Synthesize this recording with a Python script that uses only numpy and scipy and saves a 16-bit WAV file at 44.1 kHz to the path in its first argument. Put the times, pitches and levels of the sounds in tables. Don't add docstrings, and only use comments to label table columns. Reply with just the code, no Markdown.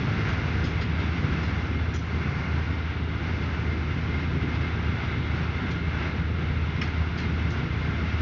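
import sys
import numpy as np
from scipy import signal
from scipy.fft import rfft, irfft, next_fast_len
from scipy.io import wavfile

SR = 44100
rng = np.random.default_rng(int(sys.argv[2]) if len(sys.argv) > 2 else 0)


def transcribe(u):
    v = np.clip(np.atleast_2d(u).T, -1, 1)
    q = np.round(v * 32767).astype(np.int16)
    wavfile.write(sys.argv[1], SR, q)


N = 362061

SURGE_PER_S, SURGE_CREST_S = 2.57, 0.23


def from_db(db):
    return 10 ** (np.asarray(db) / 20)


def rms_one(x):
    return x / np.sqrt(np.mean(x ** 2) + 1e-20)


def in_time(rows):
    s, *columns = np.transpose(rows)
    return [np.interp(np.arange(N) / SR, s, column) for column in columns]


def swing(per_s, crest_s):
    return np.cos(2 * np.pi * per_s * (np.arange(N) / SR - crest_s))


def drift(rate_hz):
    step = 40
    settle = 2000
    r = np.exp(-2 * np.pi * rate_hz * step / SR)
    white = rng.standard_normal(N // step + 2 + settle)
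    slow = signal.lfilter([1], [1, -2 * r, r * r], white)[settle:]
    return np.interp(np.arange(N) / step, np.arange(len(slow)), rms_one(slow))


def coloured(spectrum):
    hz, db = np.transpose(spectrum)
    size = next_fast_len(N)
    log_hz = np.log(np.maximum(np.fft.rfftfreq(size, 1 / SR), 1))
    gain = from_db(np.interp(log_hz, np.log(hz), db, left=-np.inf, right=-np.inf))
    white = rng.standard_normal(size)
    return rms_one(irfft(rfft(white) * gain, size)[:N])


def resonate(x, hz, width_hz):
    r = np.exp(-np.pi * width_hz / SR)
    zeros = np.sqrt((1 - r * r) / 2) * np.array([1, 0, -1])
    poles = [1, -2 * r * np.cos(2 * np.pi * hz / SR), r * r]
    return signal.lfilter(zeros, poles, x)


def shaken(modes):
    out = np.zeros(N)
    for hz, width_hz, db in modes:
        white = rng.standard_normal(N + SR // 2)
        force = resonate(white, hz, 5 * width_hz)
        out += from_db(db) * rms_one(resonate(force, hz, width_hz)[-N:])
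    return out


def wheel_drone():
    # t/s, wheel turns per s
    speed = [(0, 15.66), (1.5, 15.74), (3, 15.8), (5.5, 15.82), (8.2, 15.84)]
    # t/s, level/dB
    drone = [(0.0, -32.5), (0.92, -27.5), (3.04, -27), (4.34, -28), (4.52, -29.5), (5.54, -29),
             (6.46, -25.5), (7.34, -29), (8.2, -25)]
    # multiple of the turning rate, level/dB rms
    wheel_orders = [(2, -54.5), (3, -54), (4, -41.5), (6, -42), (7, -37.5), (8, -49), (10, -43), (17, -53),
                    (19, -56.5), (21, -60), (22, -54), (25, -54.5), (29, -61.5)]
    drone_order, boom_db, swell_share = 5, -3.5, 1.2
    throb_db, unsteady_db = 1.5, 1.44
    waver_db, phase_wander_rad = 1.5, 0.4

    turn = 2 * np.pi * np.cumsum(in_time(speed)[0]) / SR
    drone_db = in_time(drone)[0]
    steady_db = np.mean(drone_db)
    swell_db = swell_share * (drone_db - steady_db)
    swell_db += throb_db * swing(per_s=2.49, crest_s=0.18)
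    swell_db += unsteady_db * drift(5.0)
    out = from_db(steady_db + swell_db + boom_db) * np.sin(drone_order * turn)
    for order, db in wheel_orders:
        phase = order * turn + rng.uniform(0, 2 * np.pi) + phase_wander_rad * drift(1.9)
        waver = rms_one(from_db(waver_db * drift(1.3)))
        out += from_db(db) * waver * np.sin(phase)
    return np.sqrt(2) * out


def carriage_rumble():
    # t/s, level/dB
    shake = [(0.0, -24), (1.04, -27), (1.26, -23.5), (1.46, -26.5), (3.12, -30), (4.52, -26), (4.74, -26.5),
             (4.92, -26.5), (5.04, -27), (6.5, -27.5), (6.66, -28.5), (6.82, -27), (7.04, -30.5),
             (7.26, -26.5), (8.2, -28.5)]
    # f/Hz, relative level/dB per Hz
    rumble = [(8, -18.5), (18, -20), (30, -13.5), (48, -6.5), (68, 1.5), (100, 5), (120, -1), (165, 0),
              (195, -5.5), (260, -25.5)]
    # f/Hz, width/Hz, level/dB rms
    shell_modes = [(89.2, 2.8, -45.5), (137.8, 4, -38.5), (149.2, 5.7, -51), (168, 3.1, -40.5)]
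    # f/Hz, relative level/dB per Hz
    growl_colour = [(150, -17), (200, 1.5), (250, 2), (290, -1.5), (315, -2.5), (370, -4.5), (440, -7.5),
                    (500, -10.5), (550, -27), (900, -36.5)]
    floor_db, growl_db = -6.5, -9.5
    floor_follows, growl_follows = 0.99, 0.7
    boom_surge_db, growl_surge_db, lumpy_db = -0.1, 0.7, 1.0

    shake_db = in_time(shake)[0]
    steady_db = np.mean(shake_db)
    swell_db = shake_db - steady_db
    surge = swing(SURGE_PER_S, SURGE_CREST_S)
    floor = from_db(steady_db + floor_follows * swell_db + floor_db) * coloured(rumble)
    shell = from_db(swell_db) * shaken(shell_modes)
    boom = (floor + shell) * from_db(boom_surge_db * surge)
    growl_level_db = steady_db + growl_follows * swell_db + growl_surge_db * surge + growl_db
    growl = from_db(growl_level_db) * coloured(growl_colour)
    return (boom + growl) * from_db(lumpy_db * drift(13.0))


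def rolling():
    # t/s, roar level/dB, hiss level/dB, air level/dB
    rail = [(0.0, -32.5, -44.2, -49.5), (0.44, -30.9, -43.3, -49.0), (0.66, -34, -45, -51),
            (0.94, -34.5, -45, -55.5), (1.2, -33.1, -44.5, -50), (1.66, -34.5, -46.4, -51.7),
            (1.78, -36.5, -47.1, -55), (2.42, -33.5, -47.5, -51), (3.02, -37.0, -45.5, -56.2),
            (3.38, -34.5, -46.5, -51.6), (3.84, -35.7, -47.0, -53.5), (5.14, -34, -44, -53.5),
            (5.24, -37, -44.5, -55.5), (5.38, -33.0, -44.1, -51.5), (5.82, -35.5, -45, -55.5),
            (6.0, -32, -43.5, -51.5), (6.26, -36.0, -46, -55.5), (8.2, -34.0, -45, -51.5)]
    # f/Hz, relative level/dB per Hz
    roar_colour = [(250, -22), (520, -2.5), (700, -0.5), (1150, 0), (1450, 2.5), (1850, -1), (2200, 1),
                   (2450, -4), (2900, -6.5), (3600, -35.5), (6000, -46.5)]
    # f/Hz, width/Hz, level/dB
    wheel_modes = [(1355, 50, -12.5), (1428, 55, -11.5), (1583, 14, -14.5), (2068, 15, -12),
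                   (2117, 10, -10), (2284, 16, -18.5), (2535, 10, -22), (2631, 11, -19.5),
                   (2672, 12, -22.5), (2791, 11, -20.5), (2915, 30, -26), (3430, 40, -27), (4574, 12, -33),
                   (4791, 12, -33), (5708, 12, -39), (5833, 12, -39)]
    # f/Hz, relative level/dB per Hz
    hiss_colour = [(1800, -14.5), (2800, -0.5), (3450, 3), (3900, -0.5), (4400, -11), (5500, -31)]
    # f/Hz, relative level/dB per Hz
    air_colour = [(3000, -17), (4300, 1.5), (4900, -1), (5500, -2), (6200, -9), (6800, -16), (7400, -26),
                  (7700, -36.5)]
    roar_trim_db, hiss_trim_db, air_trim_db = -4.5, -4.0, -3.5
    broad_lift_db, flutter_db, surge_db = 0.83, 0.63, 0.33

    roar_db, hiss_db, air_db = in_time(rail)
    broad = from_db(broad_lift_db) * coloured(roar_colour)
    roar = from_db(roar_db + roar_trim_db) * (broad + shaken(wheel_modes))
    hiss = from_db(hiss_db + hiss_trim_db) * coloured(hiss_colour)
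    air = from_db(air_db + air_trim_db) * coloured(air_colour)
    sway_db = flutter_db * drift(9.8) + surge_db * swing(SURGE_PER_S, SURGE_CREST_S)
    return (roar + hiss + air) * from_db(sway_db)


def dip():
    start_s, fall_s, recover_s, depth_db = 1.968, 0.006, 0.15, 5.5
    since_start = np.arange(N) / SR - start_s
    return from_db(np.interp(since_start, [0, fall_s, fall_s + recover_s], [0, -depth_db, 0]))


def ring_trim(force, modes):
    out = np.zeros(len(force))
    for k, (hz, width_hz, db) in enumerate(modes):
        out += (-1) ** k * from_db(db) * resonate(force, hz, width_hz)
    return out


def trim_ticks():
    # t/s, level/dB before the trim, panel's own f/Hz, knock level/dB beside the tick,
    # chatter t60/s
    ticks = [(0.285, -45, 6200, -9, .08), (0.637, -40, 5150, -7, .07), (0.649, -43.5, 6300, -11, 0.12),
             (0.808, -39.5, 4760, 4.5, 0.12), (0.978, -46, 3570, -4, .2), (1.429, -42.5, 4970, -10, .05),
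             (1.936, -42, 5630, -9, 0.041), (1.954, -46, 5150, 3, .05), (4.545, -47, 5100, -9, .05),
             (5.705, -44.5, 5850, -5, 0.089), (6.818, -41, 4330, 9, 0.13), (6.870, -54, 3300, 18.5, .08),
             (7.174, -38.5, 4500, 0, .09), (7.185, -45, 5800, 10, 0.11), (7.502, -42.5, 6000, -10, 0.041)]
    # f/Hz, width/Hz, level/dB
    trim_low = [(1250, 150, -5), (1680, 150, 3), (2080, 170, 5.5), (2470, 450, 1.5)]
    # f/Hz, width/Hz, level/dB
    trim_high = [(3280, 180, 6), (4210, 160, 1.5), (4860, 180, -0.5), (5360, 470, -3.5), (6620, 270, -13)]
    cabin_t60_s, cabin_db, level_db = 0.38, -10, -5
    contacts_per_s, own_width_hz = 3000, 240
    rise_share = 0.053

    out, t = np.zeros(N), np.arange(SR // 2) / SR
    for s, db, own_hz, knock_db, t60 in ticks:
        white, wash = rng.standard_normal((2, len(t)))
        contacts = rms_one(np.sign(white) * (rng.random(len(t)) < contacts_per_s / SR))
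        chatter = contacts * from_db(-60 * t / t60)
        cabin = wash * from_db(cabin_db - 60 * t / cabin_t60_s)
        rise = 1 - np.exp(-t / (rise_share * t60))
        force = rise * (chatter + cabin)
        tick = ring_trim(force, trim_high)
        knock = from_db(knock_db) * ring_trim(force, trim_low)
        own = resonate(force * rng.choice([-1, 1], len(t)), own_hz, own_width_hz)
        at = round(s * SR)
        out[at:at + len(t)] += (from_db(db + level_db) * (tick + own + knock))[:N - at]
    return out


def struck(touches, modes, spread_db):
    contact_s = 0.0004
    out, t = np.zeros(N), np.arange(SR // 2) / SR
    hz, mode_db, t60 = np.transpose(modes)[:, :, None]
    rings = (1 - np.exp(-t / contact_s)) * from_db(-60 * t / t60) * np.sin(2 * np.pi * hz * t)
    for s, db in touches:
        strength = from_db(db + mode_db + spread_db * rng.standard_normal(hz.shape))
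        strength = strength * rng.choice([-1, 1], hz.shape)
        at = round(s * SR)
        out[at:at + len(t)] += np.sum(strength * rings, axis=0)[:N - at]
    return out


def plastic_knocks():
    # t/s, strength/dB before the mode levels
    knocks = [(6.8142, -28.5), (6.8175, -28), (6.824, -36), (6.836, -41), (6.849, -42), (6.876, -40)]
    # f/Hz, level/dB, t60/s
    knock_modes = [(1266, -6, 0.076), (1650, -7, .045), (1896, -2, .04), (2190, -7, .045),
                   (2460, -1.5, 0.046), (2900, -3, .032), (3190, -8, .03), (3970, -18, .03),
                   (4500, -18, .02), (5260, -9, 0.036), (5480, -12, 0.033), (6100, -20, .026),
                   (6650, -21, 0.048)]
    return struck(knocks, knock_modes, spread_db=2.0)


def metal_clinks():
    # t/s, strength/dB before the mode levels
    clinks = [(1.941, -47), (1.949, -49), (1.958, -48), (1.967, -52), (1.991, -53), (2.023, -59),
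              (2.066, -55)]
    # f/Hz, level/dB, t60/s
    clink_modes = [(5150, -8, .04), (5640, -7, .05), (6040, -2, .08), (6729, -5, .06), (6830, -10, .04)]
    return struck(clinks, clink_modes, spread_db=5.0)


def scene():
    running = (carriage_rumble() + rolling()) * dip() + wheel_drone()
    interior = trim_ticks() + plastic_knocks() + metal_clinks()
    return (running + interior)[None]


def record(dry):
    roll_off = signal.butter(10, 7400, fs=SR, output="sos")
    stop = signal.ellip(10, 0.1, 80, 7450, fs=SR, output="sos")
    return signal.sosfilt(stop, signal.sosfilt(roll_off, dry))


dry = scene()
out = record(dry)
transcribe(out)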